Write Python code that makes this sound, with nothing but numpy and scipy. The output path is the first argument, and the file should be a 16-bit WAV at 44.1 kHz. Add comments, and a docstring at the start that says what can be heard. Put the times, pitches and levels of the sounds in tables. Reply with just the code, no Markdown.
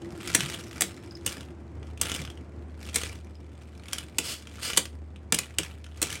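"""A small room, close to a thin plastic dish in which two toy tops spin.
Their toothed rims clash in millisecond bursts of noise contacts that set off clacks, rings and dish thumps.
Shaken tops knock, chatter as trains of tiny hops, skid as resonant noise and squeak until they steady again.
Metal weight discs sing on in thin sine tones, and the dish floor booms as a top drops back.
Underneath, the dish rumbles as coloured noise, drones on a wavering low tone and whirrs on a fading one."""
import sys
import numpy as np
from scipy import signal
from scipy.fft import rfft, irfft
from scipy.io import wavfile
from scipy.ndimage import uniform_filter1d

SR = 44100
rng = np.random.default_rng(int(sys.argv[2]) if len(sys.argv) > 2 else 0)


def transcribe(signal):
    """Save signal, clipped to [-1, 1], as a 16-bit WAV file at the path in sys.argv[1]."""
    frames = np.atleast_2d(signal).T
    limited = np.clip(frames, -1, 1)
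    pcm = np.round(limited * 32767).astype(np.int16)
    wavfile.write(sys.argv[1], SR, pcm)


N = 273420  # length in samples

# Levels in the tables are relative wherever a layer adds its own gain.
# rims clash: start_s, level_db, treble_db (-10 is neutral), thump_db, hold_ms, clack_hz
CLASHES = [(0.3477,-1.5,-9,-28.5,4.2,2080),(0.8076,-8,-2,-35,2.2,1850),(0.819,-7,-8,-40.5,2.3,3880),(1.262,-11,-4,-41.5,3.6,3080),(2.0129,-7.5,-5,-46,4.4,3320),(2.943,-17,-11,-38,10.4,2512),(2.9577,-7.5,-8,-38,4,2320),(3.9313,-14,-10,-47.5,1.9,3255),(4.184,-7.5,-11.5,-33.5,3.9,2976),(4.7725,0,-10,-29,6.8,3020),(5.3231,-5,-10.5,-27,1.4,2750),(5.3439,-9.5,-7,-37.5,3.8,3260),(5.3871,-10.5,-10,-42,2.4,2544),(5.5844,-8.5,-11.5,-33,2.5,3247),(6.0163,-11.5,-5,-34,3,2500),(6.0263,-8,-8.5,-33,3.2,3240)]
# knocks of a tilted top on the dish or the other top, hard and soft: start_s, level_db, treble_db (-14 is neutral)
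KNOCKS = [(0.2039,-29,-27),(0.2744,-18,-13.5),(0.406,-10,-18),(0.5442,-21,-17),(0.6094,-31.5,-14),(0.711,-31.5,-18),(1.2755,-15.5,-18),(1.4076,-28.5,-16.5),(1.8291,-35.5,-25),(1.975,-32,-18),(2.055,-18.5,-18.5),(2.0967,-17.5,-15),(2.1172,-13.5,-17),(2.148,-16.5,-13),(2.1611,-20,-16),(2.2185,-25.5,-23),(2.25,-25,-24),(2.2752,-27,-30),(2.3006,-28,-17),(2.3738,-35,-21.5),(2.8884,-25.5,-20.5),(2.9834,-18.5,-12),(3.0343,-15.5,-19),(3.8834,-27,-14),(3.9832,-16.5,-13.5),(4.4233,-33.5,-17),(4.471,-29,-19),(4.7007,-17.5,-20),(4.7328,-15,-16),(4.7644,-18.5,-12.5),(4.8543,-22,-17),(5.1602,-35,-21.5),(5.6325,-20,-17),(5.8428,-32.5,-18.5),(5.8642,-33,-22),(6.103,-19.5,-14),(6.1267,-18,-12.5)]
# the tops are thrown off balance and chatter, building up to full_level_s:
# full_level_s, level_db, hold_s, rise_s (per 20 dB)
WOBBLES = [(0.3,-36.5,.12,.14),(0.5,-40,.04,.15),(0.81,-44.5,.04,.27),(1.275,-39,.02,.03),(1.835,-60,.07,.01),(2.025,-39,.135,.03),(2.83,-48,.06,.08),(2.96,-39,.075,.04),(3.95,-43,.02,.17),(4.68,-42.5,.07,.27),(5.35,-44,.05,.02),(5.6,-48,.06,.02),(6.04,-41,.16,.1)]
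# light ticking of the tips while the tops stand upright: time_s, level_db
TICKING = [(0,-56),(1.2,-57.5),(1.6,-68),(2.4,-66),(3.4,-64.5),(3.72,-58.5),(4.12,-65),(4.5,-58),(5.05,-68.5),(5.85,-62.5)]
# a tip slides across the dish, building up to full_level_s:
# full_level_s, level_db, hold_s, rise_s (per 20 dB), fall_s (per 20 dB)
SLIDES = [(4.258,-34,.06,.065,.08),(4.63,-34,.075,.02,.04)]
# a tip squeaks on the plastic: start_s, level_db
SQUEAKS = [(1.1093, -31.5), (1.1521, -27.5), (3.3532, -42)]
# a metal weight disc is left singing: start_s, pitch_hz, level_db, t60_s
SINGING = [(0.819,5303,-56,0.95),(0.819,4296,-65,1.0),(4.773,8520,-58,.6),(4.773,4517,-64,.7),(5.584,4290,-62,.6)]
# a top drops back and the dish booms: start_s, pitch_hz, level_db
BOOMS = [(0.385,184,-31),(0.425,139,-29),(0.819,725,-29.5),(0.83,188,-35),(2.19,150,-31.5),(2.21,220,-38),(5.598,161,-36),(6.04,148,-40)]
# the tips roll over the dish: time_s, level_db
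ROLL = [(0,-43),(1.1,-45),(2.3,-43.8),(3.35,-48),(6.2,-48.8)]
# low drone of the dish: time_s, level_db
DRONE = [(0.0, -50), (1.16, -53), (1.76, -41), (2.5, -45), (2.68, -41), (4.21, -49), (4.28, -56),
         (4.51, -45), (4.73, -52), (4.97, -39), (5.4, -48), (5.97, -42), (6.2, -49)]

# ringing modes of the tops: pitch_hz, level_db, t60_s
TOP_MODES = [(1140,-2,.05),(2048,1.5,.05),(2200,-4.5,0.093),(2540,-3.5,.05),(2900,-5,.06),(2994,-9.5,0.16),(3145,-1.5,0.088),(3420,2.5,0.071),(3508,-5.5,0.17),(3890,-7,.07),(4847,-6.5,.08),(6300,3,.06),(6910,-11.5,.06),(8100,-4,.05),(8550,7.5,.06),(8510,-2,.12)]
# resonances of a sliding tip: pitch_hz, width_hz, level_db
SKID_MODES = [(720, 160, -8), (3020, 200, 3.5), (3290, 130, 2.5), (4430, 220, 3.5), (4830, 260, 6),
              (5080, 200, -3), (8400, 700, -7)]
# spectral colours of clash, knock, chatter, dish thump and rolling: frequency_hz, level_db
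CLASH_COLOUR = [(300, -17.5), (900, -12), (1400, -5.5), (2000, -4.5), (3100, 0.5), (4400, -1.5), (5600, -2),
                (7000, 1.5), (8400, 2), (10000, -3), (12500, -10), (16000, -14.5)]
KNOCK_COLOUR = [(150, 2), (500, -3.5), (900, -13), (1300, -3), (2200, -3.5), (3100, 6), (4200, -6.5),
                (6000, -2.5), (8400, -6), (10500, -6.5), (12000, -16), (16000, -18.5)]
CHATTER_COLOUR = [(200,-7),(500,-2.5),(730,-4),(950,-7),(1250,3),(1700,-1.2),(2200,1),(3100,1.5),(4200,-2.5),(5000,-2),(5800,-5.5),(8500,-2.5),(11000,-13),(15500,-21)]
THUMP_COLOUR = [(30,-40.5),(70,-21.5),(140,-3),(220,-1),(340,1.5),(450,-2.5),(560,-7.5),(730,-10),(920,-18),(1250,-16),(1700,-32),(4000,-57)]
ROLL_COLOUR = [(25,-50),(38,-24),(55,-7),(100,5.5),(140,-2),(220,-2),(340,-4.5),(450,-10.5),(700,-15),(1000,-20),(2000,-27),(4000,-42),(8000,-44),(15000,-68)]

SETTLE_S = 0.17  # a wobble dies away by 20 dB in this time
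WHIRR_HZ, WHIRR_DB, WHIRR_FADE_DB_PER_S = 344, -45, 6
DRONE_HZ = 76.2
ROLL_CHATTER_SHARE = 0.1  # dB of extra rumble per dB of chatter
ROOM_T60_S, ROOM_TREBLE_T60_S = 0.17, 0.2
LOW_CUT_HZ, TOP_HZ = 42, 15800


def undb(db):
    """Decibels to gain."""
    return 10 ** (np.asarray(db) / 20)


def unit(x):
    """Scale to rms 1."""
    return x / np.sqrt(np.mean(x ** 2))


def unit_energy(x):
    """Scale to energy 1."""
    return x / np.sqrt(np.sum(x ** 2))


def curves(table):
    """The columns of a timed table, one value a sample."""
    s, *columns = np.transpose(table)
    return [np.interp(np.arange(N) / SR, s, column) for column in columns]


def seconds(length):
    """A time axis in seconds."""
    return np.arange(int(length * SR)) / SR


def add(track, s, sound):
    """Mix a sound in at time s."""
    i = max(int(s * SR), 0)
    track[i:i + len(sound)] += sound[:N - i]


def ring(x, response):
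    """Drive an impulse response."""
    return signal.fftconvolve(x, response)[:len(x)]


def colour(points, tilt_db=0, size=4096):
    """Minimum-phase response with the given spectrum, tilted by tilt_db an octave above 2 kHz."""
    hz, db = np.transpose(points)
    octave = np.log2(np.maximum(np.arange(size // 2 + 1) * SR / size, 1))
    tilt = tilt_db * np.maximum(octave - np.log2(2000), 0)
    gain = undb(np.interp(octave, np.log2(hz), db) + tilt)
    # folding the cepstrum puts all the energy after the blow
    cepstrum = irfft(np.log(gain))
    cepstrum[1:size // 2] *= 2
    cepstrum[size // 2 + 1:] = 0
    return unit_energy(irfft(np.exp(rfft(cepstrum))))


def walk(rate):
    """Smooth random drift of rms 1, with a fresh value rate times a second."""
    k = int(SR / rate)
    steps = np.repeat(rng.standard_normal(N // k + 1), k)
    return unit(uniform_filter1d(uniform_filter1d(steps, k), k)[:N])


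def swell(s, db, hold_s, rise_s, fall_s):
    """Gain that builds up to db at time s, holds and fades; rise and fall are times per 20 dB."""
    t = np.arange(N) / SR - s
    before, after = np.maximum(-t, 0), np.maximum(t - hold_s, 0)
    return undb(db - 20 * (before / rise_s + after / fall_s))


def contact(hold_ms, rise_ms, fall_ms, grain_db):
    """A burst of tiny impacts of uneven strength while two spinning surfaces touch."""
    ms = 1000 * seconds(.1)
    teeth = rng.standard_normal(len(ms)) * undb(grain_db * rng.standard_normal(len(ms)))
    attack = np.minimum(ms / rise_ms, 1)
    release = np.exp(-np.maximum(ms - hold_ms, 0) / fall_ms)
    return unit_energy(teeth * attack * release)


def mode(hz, t60):
    """One damped resonance: a sine that decays from envelope height 1."""
    t = seconds(.3)
    return np.sin(2 * np.pi * hz * t) * undb(-60 * t / t60)


def clashes(crack_db=13.0, clack_db=3, clack_t60=0.015, thump_db=27, thump_t60=0.09):
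    """Rim teeth rattle across each other, the shell clacks, the tops ring, and the recoil thumps the dish."""
    out, t = np.zeros(N), seconds(.3)
    for s, db, treble_db, dish_db, hold_ms, clack_hz in CLASHES:
        burst = contact(hold_ms, rise_ms=0.61, fall_ms=2.16, grain_db=4.5)
        crack = unit_energy(ring(burst, colour(CLASH_COLOUR, tilt_db=.6 * (treble_db + 10))))
        add(out, s, undb(db + crack_db) * crack)
        clack = unit_energy(ring(burst, mode(clack_hz, clack_t60)))
        add(out, s, undb(db + clack_db) * clack)
        add(out, s + .001, undb(db) * top_ring())
        thump = ring(rng.standard_normal(len(t)) * undb(-60 * t / thump_t60), colour(THUMP_COLOUR))
        add(out, s + .002, undb(dish_db + thump_db) * unit_energy(thump))
    return out


def top_ring():
    """The modes of the tops; each blow lands elsewhere and weights them anew."""
    t = seconds(.7)
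    hz, db, t60 = np.transpose(TOP_MODES)[:, :, None]
    weight, phase = rng.standard_normal((2, len(hz), 1))
    tones = np.sin(2 * np.pi * (hz * t + phase))
    # dividing by the root of the decay time sets each level by energy
    modes = tones * undb(db + 2.4 * weight - 60 * t / t60) / np.sqrt(t60)
    return unit_energy(modes.sum(0))


def knocks(chatter_db, knock_db=10, ring_db=-3):
    """Lighter, duller blows of a wobbling top: short noise contacts that also ring the tops."""
    out = np.zeros(N)
    for s, db, treble_db in [*KNOCKS, *stray_knocks(chatter_db)]:
        burst = contact(hold_ms=1.0, rise_ms=0.19, fall_ms=2.8, grain_db=3.0)
        knock = unit_energy(ring(burst, colour(KNOCK_COLOUR, tilt_db=0.642 * (treble_db + 14))))
        add(out, s, undb(db + knock_db) * knock)
        add(out, s, undb(db + ring_db) * top_ring())
    return out


def stray_knocks(chatter_db, rate=4, above_db=15, scatter_db=2.2, most_db=-32,
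                 treble_db=-19, treble_scatter_db=4, count=80):
    """Now and then a top tips over far enough to knock lightly, its level following the chatter."""
    place, size, bright = rng.standard_normal((count, 3)).T
    times = (np.arange(count) + .5 + .3 * place) / rate
    chatter_then_db = np.interp(times * SR, np.arange(N), chatter_db)
    db = np.minimum(chatter_then_db + above_db, most_db) + scatter_db * size  # capped, then scattered
    return np.c_[times, db, treble_db + treble_scatter_db * bright][times < N / SR]


def unrest():
    """How hard the tips chatter, in dB: the powers of upright ticking and every wobble add up."""
    (upright_db,) = curves(TICKING)
    power = undb(upright_db) ** 2 + sum(swell(*wobble, SETTLE_S) ** 2 for wobble in WOBBLES)
    return 10 * np.log10(power)


def tips(chatter_db, soft_hz=3200, hard_db=-48):
    """The tips hop; light contact is duller than hard contact, so the treble follows the chatter."""
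    sharp = hops(chatter_db)
    soft = signal.sosfilt(signal.butter(1, soft_hz, fs=SR, output="sos"), sharp)
    hardness = np.clip(0.78 + .025 * (chatter_db - hard_db), .2, 1)
    return undb(chatter_db) * (soft + hardness * (sharp - soft))


def hops(chatter_db, rate=175, jitter=.55, scatter_db=4.0, calm_db=4, busy_db=-42,
         place_db=4.0, rub_db=-9, count=2000, channels=8):
    """Each tip hops about once a turn, unevenly; every spot of the dish has its own colour; the tip rubs too."""
    gap, size = rng.standard_normal((count, 2)).T
    times = np.cumsum(np.exp(jitter * gap)) / rate  # the median gap is 1 / rate
    # a calm top ticks unevenly; a shaken one rattles evenly
    calm = np.clip((busy_db - np.interp(times * SR, np.arange(N), chatter_db)) / 20, 0, 1)
    sizes = undb((scatter_db + calm_db * calm) * np.clip(size, -2, 2))
    # the weight that the tips carry stays much the same over a few turns
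    sizes /= np.sqrt(uniform_filter1d(sizes ** 2, size=11))
    spots = np.zeros((channels, N))
    for s, blow, spot in zip(times[times < N / SR], sizes, rng.integers(channels, size=count)):
        add(spots[spot], s, blow * contact(hold_ms=1.2, rise_ms=0.25, fall_ms=2.5, grain_db=0.5))
    hz, db = np.transpose(CHATTER_COLOUR)
    ticks = np.zeros(N)
    for spot in spots:
        spot_db = db + place_db * rng.standard_normal(len(hz))
        ticks += ring(spot, colour(np.c_[hz, spot_db]))
    rub = ring(rng.standard_normal(N), colour(CHATTER_COLOUR))
    return unit(unit(ticks) + undb(rub_db) * unit(rub))


def skid(hiss_db=2, rough_db=1.6, bright_db=3.5):
    """Dense slips of a sliding tip ring its resonances over a broad hiss."""
    t = seconds(.03)
    body = np.zeros(len(t))
    for hz, width, db in SKID_MODES:
        decay = np.sqrt(width) * np.exp(-np.pi * width * t)
        body += undb(db) * decay * np.sin(2 * np.pi * hz * t)
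    slips, rub = rng.standard_normal((2, N)) * undb(rough_db * walk(300))
    hiss = ring(rub, colour(CHATTER_COLOUR, tilt_db=bright_db))
    scrape = unit(unit(ring(slips, body)) + undb(hiss_db) * unit(hiss))
    return sum(swell(*slide) for slide in SLIDES) * scrape


def squeaks(hz=5100, rise_s=0.0015, squeak_db=-8.5):
    """Short stick-slip chirps of a tip: sines with a jittering phase and a quick rise and fall."""
    out, t = np.zeros(N), seconds(.04)
    for s, db in SQUEAKS:
        phase = 2 * np.pi * hz * t + 0.1 * np.cumsum(rng.standard_normal(len(t)))
        envelope = t / rise_s * np.exp(1 - t / rise_s)
        add(out, s, undb(db + squeak_db) * envelope * np.sin(phase))
    return out


def singing(beat_hz=9, beat_share=.2):
    """Long thin decaying tones of the weight discs, throbbing as they turn."""
    out, t = np.zeros(N), seconds(1.2)
    for s, hz, db, t60 in SINGING:
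        throb = 1 + beat_share * np.sin(2 * np.pi * (beat_hz * t + rng.random()))
        add(out, s, undb(db - 60 * t / t60) * throb * np.sin(2 * np.pi * hz * t))
    return out


def booms(ring_cycles=30, rise_cycles=1.2):
    """The thin floor of the dish swings under a landing top; higher booms die sooner."""
    out = np.zeros(N)
    for s, hz, db in BOOMS:
        swing = mode(hz, ring_cycles / hz)
        cycles = hz * np.arange(len(swing)) / SR
        add(out, s, undb(db) * swing * np.minimum(cycles / rise_cycles, 1))
    return out


def wavering_tone(hz):
    """A sine of rms 1 that follows a moving pitch."""
    return np.sqrt(2) * np.sin(2 * np.pi * np.cumsum(hz) / SR)


def dish(chatter_db, upright_db=-55, rumble_flutter_db=1.4, whirr_wander_hz=14):
    """Rolling tips shake the thin dish: a rumble, a low drone and the faster top's whirr, fading with its spin."""
    t, (drone_db,), (roll_db,) = np.arange(N) / SR, curves(DRONE), curves(ROLL)
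    rolling_db = roll_db + ROLL_CHATTER_SHARE * (chatter_db - upright_db)
    rolling = rng.standard_normal(N) * undb(rumble_flutter_db * walk(60))
    rumble = unit(ring(rolling, colour(ROLL_COLOUR, size=16384)))
    drone = wavering_tone(DRONE_HZ + 0.28 * walk(12)) * undb(.8 * walk(14))
    whirr = wavering_tone(WHIRR_HZ + whirr_wander_hz * walk(140)) * undb(3.2 * walk(50))
    whirr_db = WHIRR_DB - WHIRR_FADE_DB_PER_S * t
    return undb(rolling_db) * rumble + undb(drone_db) * drone + undb(whirr_db) * whirr


def room(x, rim_db=-11, rim_t60=0.058, wall_db=-12.5, split_hz=6000):
    """Quick reflections from the rim of the dish and the short tail of the room, as decaying noise."""
    t = seconds(.6)
    near, far, far_treble = rng.standard_normal((3, len(t)))
    low = signal.sosfilt(signal.butter(2, split_hz, fs=SR, output="sos"), far)
    high = signal.sosfilt(signal.butter(2, split_hz, "high", fs=SR, output="sos"), far_treble)
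    tail = low * undb(-60 * t / ROOM_T60_S) + 0.45 * high * undb(-60 * t / ROOM_TREBLE_T60_S)
    tail *= np.minimum(t / 0.015, 1)  # the tail builds up over 15 ms
    rim = near * undb(-60 * t / rim_t60) * (t > .002)
    return x + ring(x, undb(rim_db) * unit_energy(rim) + undb(wall_db) * unit_energy(tail))


def scene():
    """The tops sound in the room; the dish's hum and booms are added dry."""
    chatter_db = unrest()
    tops = clashes() + knocks(chatter_db) + tips(chatter_db) + skid() + squeaks() + singing()
    return (room(tops) + booms() + dish(chatter_db))[None]


def record(dry):
    """Drop the deepest bass, round the highest peaks and cut the extreme treble."""
    lean = signal.sosfilt(signal.butter(3, LOW_CUT_HZ, "high", fs=SR, output="sos"), dry)
    rounded = np.tanh(lean)
    return signal.sosfilt(signal.ellip(10, .2, 70, TOP_HZ, fs=SR, output="sos"), rounded)


dry = scene()
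out = record(dry)
transcribe(out)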